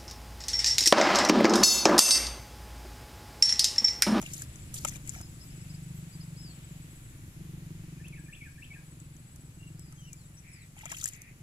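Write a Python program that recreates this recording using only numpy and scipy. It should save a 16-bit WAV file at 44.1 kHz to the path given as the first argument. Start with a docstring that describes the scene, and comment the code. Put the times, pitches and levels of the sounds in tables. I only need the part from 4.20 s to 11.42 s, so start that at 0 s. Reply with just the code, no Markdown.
"""Two buffalo lie in a mud pool; one swishes its wet tail through the water at once, and again near 6.6 s.
Slaps are noise bursts, spray is mist and droplets, bubbles are rising rings; a far one-cylinder diesel
thuds in pulses through its pipe over noise for rumble and wash. Next a cricket ticks, birds whistle in
gliding tones and insects buzz; a warbler sings near 4 s, and a bird rasps in noise around the second swish.
All is heard through two small microphone ports, each with its own ring."""
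import sys
import numpy as np
from scipy import signal
from scipy.fft import rfft, irfft
from scipy.io import wavfile
from scipy.ndimage import uniform_filter1d

SR = 44100
rng = np.random.default_rng(int(sys.argv[2]) if len(sys.argv) > 2 else 0)


def to_wav(s):
    """Save 16-bit WAV."""
    ch = np.atleast_2d(s).T  # columns
    pcm = np.round(np.clip(ch, -1, 1) * 32767)  # PCM
    wavfile.write(sys.argv[1], SR, pcm.astype(np.int16))


N = 318402
TIME = np.arange(N) / SR

# All levels are relative: layer gains, echoes and the ports act on them later.
# sheets of flung water: (time [s], length [s], droplet level [dB], gurgle level [dB])
SPRAYS = [(0, 0.13, -59, -61), (0.1, 0.16, -52, -67), (0.533, 0.065, -45.5, -63.5),
          (0.582, 0.095, -54, -74), (0.663, 0.033, -48.5, -52.5), (0.691, 0.097, -56, -60.5),
          (0.827, 0.21, -58.5, -66.5), (6.542, 0.21, -63.5, -60.5), (6.687, 0.079, -56.5, -59),
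          (6.739, 0.17, -52.5, -61.5), (6.867, 0.12, -61.5, -64)]
# colour of the spray: (frequency [Hz], level [dB])
SPRAY_COLOUR = [(300, -66), (1500, -17), (3000, 7), (4200, 4.5), (6000, 9), (7500, 7.5), (10000, 8),
                (13000, 0), (16000, -4)]
# sizes of the churned bubbles, as a spectrum: (frequency [Hz], level [dB])
GURGLE_COLOUR = [(400, -14), (700, -10), (1400, 1), (2200, 14), (3200, 8.5), (5000, 2)]
# engine speed: (time [s], rate [firings/s])
FIRING_RATE = [(0.0, 26.48), (0.19, 25.1), (1.35, 23.93), (1.49, 24.93), (2.51, 22.57), (3.31, 23.55),
               (4.27, 21.53), (4.71, 22.11), (5.11, 21.07), (5.42, 22.85), (6.26, 20.44), (6.76, 22.87),
               (7.22, 21.62)]
# moments when the engine all but misses a firing: (time [s])
MISFIRES = [1.21, 1.9, 3.12, 4.12, 4.17, 4.32, 5.09, 5.32, 6.4, 6.9, 7.05]
# engine load, driving gas and overtone: (time [s], level [dB])
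ENGINE_LOAD = [(0, -32.5), (.31, -44.5), (.6, -36), (1.0, -38.5), (1.22, -40), (1.5, -39.5), (2.0, -38),
               (2.3, -39), (2.6, -42), (2.84, -40), (3.2, -33.5), (4.0, -34), (4.2, -45), (4.62, -45),
               (4.8, -38), (5.07, -46), (5.45, -38.5), (6.3, -46), (6.52, -53), (7.22, -45)]
# low thud of each firing: (time [s], level [dB])
THUD_LEVEL = [(0, -35.5), (.31, -42), (.7, -37), (1.25, -40), (2.3, -38), (2.85, -41.5), (3.3, -37.5),
              (4.0, -41.5), (4.5, -41.5), (5.1, -42), (5.5, -40), (6.3, -48), (7.22, -46.5)]
# boom of the exhaust pipe: (time [s], level [dB])
PIPE_BOOM = [(0, -45.5), (.3, -52), (1.2, -47), (1.5, -35), (2.1, -35.5), (2.35, -44.5), (2.55, -37),
             (2.85, -57.5), (3.22, -36), (4.03, -37.5), (4.25, -54), (4.8, -42.5), (5.05, -51.5),
             (5.45, -40.5), (6.2, -48), (7.22, -51.5)]
# exhaust pipe and silencer: (frequency [Hz], level [dB])
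EXHAUST_COLOUR = [(18, -45.5), (48, -5), (75, -11), (100, -9.5), (125, 3.5), (152, 1), (172, -11),
                  (198, -12), (240, -12), (305, -8.5), (360, -26.5), (460, -44.5), (900, -41),
                  (2500, -78.5)]
# gas that puffs out after each firing: (frequency [Hz], level [dB])
PUFF_COLOUR = [(40, -19), (100, -19), (150, -1), (200, -12), (250, -3), (320, 3), (380, -17.5),
               (470, -20.5), (900, -25.5), (2500, -57)]
# low rumble of the air and the far engine: (time [s], level [dB])
RUMBLE_LEVEL = [(0, -52.5), (.7, -48.5), (1.25, -52), (2.0, -54.5), (2.8, -53.5), (3.3, -52), (3.8, -53.5),
                (4.4, -55), (5.0, -56), (5.6, -54.5), (6.2, -57.5), (6.7, -56.5), (7.22, -57)]
# colour of the rumble: (frequency [Hz], level [dB])
RUMBLE_COLOUR = [(12, -9), (30, -9), (55, -5.5), (110, -2), (170, -11), (270, -16), (400, -30.5),
                 (800, -51.5), (3000, -104)]
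# wash of the open field: (time [s], level [dB])
FIELD_LEVEL = [(0, -57.5), (3.3, -60.5), (4.5, -63), (7.22, -64)]
# colour of the wash: (frequency [Hz], level [dB])
FIELD_COLOUR = [(100, 14.5), (450, 13), (900, 8), (1500, 9), (2400, 9.5), (3300, 5), (4500, 3), (7000, -1),
                (10000, 4.5), (13000, -9), (16000, -4)]
# likeness of the wash at the two ports: (frequency [Hz], share [0-1])
FIELD_SAME = [(100, 0.24), (600, 1), (1500, 0.45), (3000, 0.025), (16000, 0.062)]
# loudest slaps of tail and falling water: (time [s], spatter level [dB], pan, left over right [dB],
# splat level [dB], spatter length, twice its time to peak [ms], lower edge of the spatter [Hz])
SLAPS = [(0.0145, -36.5, -16, -47.5, 4.4, 2500), (0.0253, -35, -1, -43.5, 1.8, 1200),
         (0.062, -45, 5, -72, 3.6, 2500), (0.133, -34, 1, -73, 6.3, 3500), (0.143, -35, 0, -73, 2.4, 3500),
         (0.219, -31.5, -6, -68, 3.4, 2500), (.358, -39.5, 20, -75, 0.74, 6000),
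         (0.5402, -33.5, -30, -52, 4.7, 3480), (0.6481, -25.5, 12, -30, 2.6, 1500),
         (0.651, -31, -9, -35.5, 1.5, 1000), (0.6768, -31, 30, -65, 1.6, 5000),
         (0.685, -26.5, 16, -52, 0.59, 4500), (0.6932, -26, 17, -71, 1.15, 5000),
         (0.7578, -38, -4, -51, 1.8, 2500), (0.875, -39, 8, -72, 1.8, 5000),
         (0.8936, -28.5, 32, -68, 0.86, 3980), (0.9366, -41, 1, -54, 2.6, 4000),
         (1.012, -40, -10, -49, 2.7, 3000), (3.881, -45.5, -23, -65, 3.8, 6000),
         (4.8, -50, 4.5, -67, 2.5, 1500), (4.965, -53, 25, -82, 2.3, 4030),
         (5.159, -46.5, -3, -78, 3.3, 4500), (5.5937, -42.5, -0.5, -69, 2, 4500),
         (5.7246, -40.5, -1, -54, 0.77, 2000), (5.9298, -38.5, 22, -77, 2.56, 4430),
         (6.59, -43, 11, -67, 1.3, 4000), (6.655, -34, 29, -44, 1.6, 3500),
         (6.6964, -47, 3, -57, 1.6, 4500), (6.7166, -33, 11, -41.5, 3.6, 1200),
         (6.766, -40.5, 14, -68, 3, 3480), (6.7994, -39, 8, -74, 1.3, 4000),
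         (6.811, -38.5, 21, -68, 4, 3000), (6.8316, -36, 15, -72, 2.8, 4000),
         (6.8414, -16.5, -5, -67, 0.52, 6500), (6.8563, -25.5, 33, -60, 1.6, 5500),
         (6.878, -36, -20, -70, 2.8, 6000), (6.886, -31, -6, -74, 2.8, 5500),
         (6.934, -41, 30, -80, 1.7, 4500), (6.947, -50, 13, -78, 1.8, 3900),
         (7.018, -35, -10, -78, 1.53, 3980)]
# colour of the spatter: (frequency [Hz], level [dB])
SPATTER_COLOUR = [(300, -99), (1500, -28), (3000, 8.5), (4200, -2), (6000, 15.5), (7500, 11), (10000, 12),
                  (13000, -1.5), (16000, 1.5)]
# colour of the low splat: (frequency [Hz], level [dB])
SPLAT_COLOUR = [(150, 6), (450, 0), (650, 6), (1000, 3.5), (1300, 6.5), (1700, -9.5), (2400, 0.5),
                (4000, -14), (9000, -56)]
# loudest ringing air pockets, from large to tiny: (time [s], pitch [Hz], level [dB])
BUBBLES = [(.025, 850, -47), (.031, 633, -44.5), (.062, 2700, -29.5), (.218, 1630, -40), (.649, 565, -55),
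           (.652, 690, -55), (.653, 1190, -44), (.76, 980, -50), (.879, 2150, -41), (.94, 1620, -52),
           (.947, 1380, -44.5), (.951, 2170, -39), (.962, 735, -44), (.983, 726, -48), (1.004, 1460, -46),
           (1.005, 720, -48), (6.567, 786, -48.5), (6.609, 2020, -40), (6.634, 850, -43), (6.659, 700, -46),
           (6.663, 2180, -34.5), (6.719, 1580, -36), (6.72, 647, -46), (6.721, 2090, -33),
           (6.726, 1060, -36.5), (6.74, 1420, -45), (6.747, 3050, -32.5), (6.77, 2520, -34.5),
           (6.814, 3480, -34), (6.826, 1380, -42.5), (6.857, 1750, -31.5), (6.8576, 7240, -21)]
# a cricket's bouts of two-stroke chirps: (start [s], end [s], pitch [Hz], level [dB])
CRICKET_BOUTS = [(.144, 2.92, 7876, -65.5), (3.986, 6.5, 7892, -66)]
# a second cricket's short, even trills: (time [s], length [s], pitch [Hz], level [dB])
TRILLS = [(.36, .11, 7250, -72), (2.271, .115, 7200, -76), (2.472, 0.1, 7230, -73),
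          (5.95, 0.054, 7200, -70), (6.017, .08, 7320, -80)]
# slurred whistles, most of them falling:
# (time [s], length [s], start [Hz], middle [Hz], end [Hz], level [dB])
SLURS = [(0.93, 0.15, 5550, 5300, 4870, -61.5), (2.222, 0.11, 5370, 4700, 4250, -56.5),
         (5.388, 0.13, 2790, 2794, 2790, -61.5), (5.564, 0.18, 5200, 5030, 4480, -71),
         (5.776, .052, 3180, 3190, 3050, -65.5), (5.816, 0.08, 2920, 3040, 2850, -63),
         (5.857, 0.049, 2740, 2784, 2720, -60.5), (5.897, 0.052, 2560, 2370, 2380, -64),
         (5.751, 0.16, 6700, 6020, 5450, -70), (5.95, 0.11, 5450, 4450, 3630, -69),
         (6.28, .18, 5550, 4870, 3200, -65.5), (6.572, 0.13, 3140, 2770, 2300, -69)]
# a small bird's chips, all one arch: (time [s], length [s], middle pitch [Hz], level [dB])
CHIPS = [(1.192, 0.063, 5260, -63), (1.298, 0.043, 5400, -64), (1.399, 0.034, 5240, -65),
         (1.492, 0.026, 5180, -58.5), (1.542, 0.025, 5080, -59), (1.91, 0.049, 4920, -61.5),
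         (2.002, 0.033, 5130, -54.5), (2.16, 0.066, 5230, -54), (6.167, 0.032, 6060, -60)]
# a warbler's phrase: (time from its accent [s], length [s], start [Hz], middle [Hz], end [Hz], level [dB])
PHRASE = [(-.068, .018, 2520, 2400, 2200, -5), (-.046, .028, 1540, 1800, 1720, -2),
          (-.002, .02, 2210, 2640, 2720, 6), (.018, .016, 2800, 3200, 3600, -1),
          (.032, .016, 2950, 2650, 2350, -2), (.08, .03, 2450, 2270, 2120, 5),
          (.11, .024, 2200, 2520, 2150, 2), (.126, .036, 1950, 1690, 1580, -1)]
# when the warbler sings it: (time [s], level [dB])
PHRASES = [(3.842, -57.5), (4.126, -53.5), (4.421, -54.5)]
# short insect buzzes: (time [s], length [s], centre [Hz], width [Hz], level [dB])
BUZZES = [(1.23, 0.056, 12200, 800, -72), (1.736, .075, 12200, 897, -71), (3.05, .082, 12700, 410, -78),
          (6.313, 0.035, 9770, 150, -64.5)]
# a bird's harsh rasps: (time [s], length [s], level [dB])
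RASPS = [(6.203, 0.29, -61.5), (6.885, 0.27, -60.5)]
# ring of each port: (frequency [Hz], level [dB])
LEFT_PORT = [(300, -2), (2000, 3.5), (4400, 3), (6000, 7.5), (7300, 16.5), (8100, 10), (9200, -5),
             (11000, 3), (15000, 5)]
RIGHT_PORT = [(300, -2.5), (2000, 0.5), (4200, 2), (6500, 1), (8000, 3), (10200, 8.5), (11800, 13.5),
              (13500, 10), (15000, 1.5)]

MISFIRE_DB, UNEVEN_DB = -20.5, .8  # drop of a missed firing; random spread of all firings
PUFF_S = .012  # decay constant of a puff
DRIFT_DB = .9  # depth of the wash's drift
CHIRP_S, STROKE_GAP_S, STROKE_S = .1347, .048, .027  # chirp period, stroke to stroke, stroke length
CHIP_START, CHIP_END = .79, .89  # pitch at both ends of a chip, as shares of its middle
SLUR_WAVER, SLUR_FLUTTER = .007, .4  # unsteadiness of a slur's pitch and strength
RASP_HZ, RASP_WIDTH_HZ = 2220, 810
EDGE_HZ = 15600  # upper band limit


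def amp(db):
    """Decibels to gain."""
    return 10 ** (np.asarray(db) / 20)


def unit(x):
    """Scales to rms 1."""
    return x / np.sqrt(np.mean(x ** 2) + 1e-20)


def at_hz(points, hz):
    """Reads a spectrum on a log-frequency axis."""
    f, value = np.transpose(points)
    return np.interp(np.log(hz + 1), np.log(f), value)


def at_time(points, s):
    """Reads a curve."""
    return np.interp(s, *np.transpose(points))


def add(mix, s, sound):
    """Mixes a sound in at time s."""
    start = max(round(s * SR), 0)
    part = mix[..., start:][..., :sound.shape[-1]]
    part += sound[..., :part.shape[-1]]


def ring(points, size=8192):
    """Causal impulse response of energy 1 with the given spectrum."""
    hz = abs(np.fft.fftfreq(size, 1 / SR))
    log_gain = np.log(amp(at_hz(points, hz)))
    minimum_phase = np.exp(np.conj(signal.hilbert(log_gain)))
    response = np.fft.ifft(minimum_phase).real[:size // 2]
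    return response / np.linalg.norm(response)


def colour(x, points):
    """Passes a sound through such a response."""
    return signal.oaconvolve(np.atleast_2d(x), ring(points)[None], axes=1)[:, :N]


def noise_pair(points, same):
    """Two channels of coloured noise, alike by the share same."""
    left, other = rfft(rng.standard_normal((2, N)))
    same = np.clip(same, 0, 1)
    right = same * left + np.sqrt(1 - same ** 2) * other
    gain = amp(at_hz(points, np.fft.rfftfreq(N, 1 / SR)))
    return unit(irfft(np.array([left, right]) * gain, N))


def scatter(x, t60, wet_db):
    """Adds the diffuse echo of banks and stubble: noise that falls 60 dB in t60 seconds."""
    t = TIME[:SR // 2]
    tail = rng.standard_normal((2, len(t))) * amp(-60 * t / t60) * (t > .002)
    tail /= np.linalg.norm(tail, axis=1, keepdims=True)
    return x + amp(wet_db) * signal.fftconvolve(np.atleast_2d(x), tail, axes=1)[:, :N]


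def bubble(hz, cycles, rise, onset_s):
    """A trapped air pocket rings for a few cycles, rising in pitch as it nears the surface."""
    t = TIME[:SR // 12]
    age = t * hz / cycles
    turns = np.cumsum(hz * (1 + rise * (np.minimum(age, 4) - .5))) / SR
    return np.exp(-age) * (1 - np.exp(-t / onset_s)) * np.sin(2 * np.pi * turns)


def swarm(low_hz, high_hz, per_s, spread_db, cycles, onset_s, count=28):
    """A steady stream of bubbles in many sizes, each with its own strength in either channel."""
    out = np.zeros((2, N))
    for hz in np.geomspace(low_hz, high_hz, count):
        born = rng.random(N) < per_s / count / SR
        births = born * amp(spread_db * np.minimum(rng.exponential(1, N), 3))
        placed = births * (1 + .5 * rng.standard_normal((2, N)))
        shape = unit(bubble(hz, cycles, .04, onset_s))
        out += signal.oaconvolve(placed, shape[None], axes=1)[:, :N]
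    return unit(out)


def patter(per_s, decay_s):
    """Stray drops of any size land at random, each a tiny burst of noise."""
    landings = (rng.random(N) < per_s / SR) * rng.random(N)
    t = TIME[:SR // 50]
    bursts = signal.oaconvolve(landings, t / decay_s * np.exp(-t / decay_s))[:N]
    return unit(bursts * rng.standard_normal((2, N)))


def spray(mist_db=-9, drops_db=-6.0, patter_db=-9, gurgle_db=0):
    """Sheets of water break into mist, pinging droplets and a patter of drops; the pool gurgles below."""
    flung, churn = np.zeros((2, N))
    for s, length, db, churn_db in SPRAYS:
        swell = signal.windows.tukey(int(length * SR), .5)
        add(flung, s, amp(db) * swell)
        add(churn, s, amp(churn_db) * swell)
    drops = swarm(3600, 14500, per_s=1000, spread_db=3.5, cycles=3.5, onset_s=0.0001)
    gurgle = swarm(520, 3600, per_s=1000, spread_db=2, cycles=4.5, onset_s=0.001)
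    fine = amp(drops_db) * drops + amp(mist_db) * rng.standard_normal((2, N))
    fine += amp(patter_db) * patter(per_s=230, decay_s=0.0013)
    return colour(flung * fine, SPRAY_COLOUR) + amp(gurgle_db) * colour(churn * gurgle, GURGLE_COLOUR)


def pipe_mode(pulses, hz, swell_s):
    """One mode of the exhaust pipe swells and dies after each pulse."""
    t = TIME[:SR // 10]
    swell = (t / swell_s * np.exp(1 - t / swell_s)) ** 2
    return signal.oaconvolve(pulses, swell * np.sin(2 * np.pi * hz * t))[:N]


def engine(puff_db=-21, pipe_hz=158, pipe_s=0.01, overtone_hz=305, overtone_s=.0065, overtone_db=-13.0):
    """Each firing sends a thud and a puff down the exhaust; the pipe booms, its overtone growing with load."""
    turns = np.cumsum(at_time(FIRING_RATE, TIME)) / SR
    times = np.r_[0, TIME[1:][np.diff(np.floor(turns)) > 0]]
    db = UNEVEN_DB * rng.standard_normal(len(times))
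    for s in MISFIRES:
        db[np.argmin(abs(times - s))] += MISFIRE_DB
    firings = np.zeros(N)
    firings[np.round(times * SR).astype(int)] = amp(db)

    kicks = firings * amp(at_time(ENGINE_LOAD, TIME))
    puffs = signal.lfilter([1], [1, -np.exp(-1 / (PUFF_S * SR))], kicks)
    gas = puffs * unit(colour(rng.standard_normal(N), PUFF_COLOUR))
    thuds = colour(firings * amp(at_time(THUD_LEVEL, TIME)), EXHAUST_COLOUR)
    thuds /= abs(ring(EXHAUST_COLOUR)).max()
    booms = pipe_mode(firings * amp(at_time(PIPE_BOOM, TIME)), pipe_hz, pipe_s)
    booms += amp(overtone_db) * pipe_mode(kicks, overtone_hz, overtone_s)
    return scatter(thuds + amp(puff_db) * gas + booms, t60=0.11, wet_db=-39)


def drifting(x, depth_db):
    """Lets patches of a wash, some tenths of a second long, swell and sink."""
    z = signal.stft(x, nperseg=512)[2]
    patches = rng.standard_normal(z.shape[1:])
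    for _ in range(2):
        patches = uniform_filter1d(patches, size=14, axis=0)  # across frequency
        patches = uniform_filter1d(patches, size=40, axis=1)  # across time
    return signal.istft(z * amp(depth_db * unit(patches)), nperseg=512)[1][:, :N]


def field(rumble_db=5.5):
    """Low rumble, and the gently drifting wash of grass and far insects, both shaped from noise."""
    rumble = amp(at_time(RUMBLE_LEVEL, TIME) + rumble_db) * noise_pair(RUMBLE_COLOUR, same=0.98)
    wash = noise_pair(FIELD_COLOUR, at_hz(FIELD_SAME, np.fft.rfftfreq(N, 1 / SR)))
    return rumble + amp(at_time(FIELD_LEVEL, TIME)) * drifting(wash, DRIFT_DB)


def slaps(spatter_db=-10, splat_db=3, splat_s=0.0028, swell_s=0.00059, apart=0.95, pan_share=0.34):
    """Each slap is a swelling, dying burst of spatter, thinner for finer drops, over a duller splat."""
    t = TIME[:SR // 20]
    spatter, splat = np.zeros((2, 2, N))
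    for s, db, pan_db, low_db, decay_ms, edge_hz in SLAPS:
        white = rng.standard_normal((2, 3, len(t)))
        burst, push = white[:, :1] + apart * white[:, 1:]  # shared noise plus each side's own
        sides = amp(pan_share * pan_db * np.array([[.5], [-.5]]))
        age = 2 * t * 1000 / max(decay_ms, .2)
        burst = burst * (age * np.exp(1 - age)) ** 2
        burst = signal.lfilter(*signal.butter(2, edge_hz, "high", fs=SR), burst)
        add(spatter, s, amp(db + spatter_db) * sides * burst)
        push = push * np.exp(-t / splat_s) * (1 - np.exp(-t / swell_s))
        add(splat, s, amp(low_db + splat_db) * push)
    return colour(spatter, SPATTER_COLOUR) + colour(splat, SPLAT_COLOUR)


def bubbles(cycles=4.96, rise=0.047):
    """The loudest air pockets ring out singly, each a plop that glides upward."""
    out = np.zeros(N)
    for s, hz, db in BUBBLES:
        add(out, s, amp(db) * bubble(hz, cycles, rise, onset_s=0.00033))
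    return out


def note(length, start_hz, middle_hz, end_hz, waver, flutter=0):
    """A near-pure whistle that arches through three pitches, unsteady in pitch and, with flutter, strength."""
    u = np.linspace(0, 1, int(length * SR))
    hz = np.polyval(np.polyfit([0, .5, 1], [start_hz, middle_hz, end_hz], 2), u)
    chance = rng.standard_normal((2, SR // 4))
    wobble = unit(uniform_filter1d(chance[0], size=120))[:len(u)]
    fading = unit(uniform_filter1d(uniform_filter1d(chance[1], size=400), size=200))[:len(u)]
    strength = np.sqrt(abs(np.sin(np.pi * u))) * np.exp(flutter * fading - flutter ** 2)
    return strength * np.sin(2 * np.pi * np.cumsum(hz * (1 + waver * wobble)) / SR)


def cricket(drift=0.0024, uneven_db=1.0):
    """One cricket ticks in steady pairs of wing strokes; another answers with short, lower trills."""
    out = np.zeros(N)
    for start, end, hz, db in CRICKET_BOUTS:
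        for s in np.arange(start, end, CHIRP_S):
            for offset in (0, STROKE_GAP_S):
                force, detune = rng.standard_normal(2)
                pitch = hz * (1 + drift * detune)
                stroke = note(STROKE_S, pitch, pitch, pitch, waver=.005, flutter=.3)
                add(out, s + offset, amp(db + uneven_db * force) * stroke)
    for s, length, hz, db in TRILLS:
        add(out, s, amp(db) * note(length, hz, hz, hz, waver=.004, flutter=.3))
    return scatter(out, t60=.2, wet_db=-6)


def birds(far_db=1.5):
    """Birds slur and chip further off, fading in the moving air; a warbler repeats its phrase."""
    warbler, others = np.zeros((2, N))
    for s, length, start_hz, middle_hz, end_hz, db in SLURS:
        add(others, s, amp(db) * note(length, start_hz, middle_hz, end_hz, SLUR_WAVER, SLUR_FLUTTER))
    for s, length, middle_hz, db in CHIPS:
        chip = note(length, CHIP_START * middle_hz, middle_hz, CHIP_END * middle_hz, waver=.009, flutter=.4)
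        add(others, s, amp(db) * chip)
    for s, db in PHRASES:
        for offset, length, start_hz, middle_hz, end_hz, note_db in PHRASE:
            whistle = note(length, start_hz, middle_hz, end_hz, waver=.025)
            add(warbler, s + offset, amp(db + note_db) * whistle)
    return scatter(warbler, t60=.45, wet_db=-3) + amp(far_db) * scatter(others, t60=.25, wet_db=-9)


def buzz(length, centre_hz, width_hz):
    """Noise in one resonance that swells and fades."""
    hz = np.fft.rfftfreq(SR, 1 / SR)
    resonance = 1 / (1 + ((hz - centre_hz) / (width_hz / 2)) ** 4)
    band = unit(irfft(rfft(rng.standard_normal((2, SR))) * resonance))
    gate = signal.windows.tukey(int(length * SR), .5)
    return band[:, :len(gate)] * gate


def insect_buzzes():
    """Insects buzz briefly in the grass, each a narrow band of noise."""
    out = np.zeros((2, N))
    for s, length, centre_hz, width_hz, db in BUZZES:
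        add(out, s, amp(db) * buzz(length, centre_hz, width_hz))
    return out


def rasps():
    """A bird rasps twice, harsh as a broad band of noise."""
    out = np.zeros((2, N))
    for s, length, db in RASPS:
        add(out, s, amp(db) * buzz(length, RASP_HZ, RASP_WIDTH_HZ))
    return out


def from_right(x, lag_s):
    """A sound from the right reaches the left port a little later."""
    hz = np.fft.rfftfreq(N, 1 / SR)
    return irfft(rfft(x) * [np.exp(-2j * np.pi * hz * lag_s), np.ones(len(hz))], N)


def scene():
    """Near water over the far sounds of the field; birds and buzzes come from nearly straight ahead."""
    water = scatter(spray() + slaps() + bubbles(), t60=0.027, wet_db=-7.5)
    aside = from_right(water + engine() + field() + cricket(), lag_s=.00022)
    ahead = from_right(birds() + insect_buzzes() + rasps(), lag_s=.00006)
    return aside + ahead


def record(dry):
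    """The two ports colour the sound; then the band limit."""
    hz = np.fft.rfftfreq(N, 1 / SR)
    heard = irfft(rfft(dry) * [amp(at_hz(LEFT_PORT, hz)), amp(at_hz(RIGHT_PORT, hz))], N)
    lowpass = signal.firwin(301, EDGE_HZ, window=("kaiser", 8), fs=SR)
    return signal.oaconvolve(heard, lowpass[None], "same")


dry = scene()
out = record(dry)
to_wav(out)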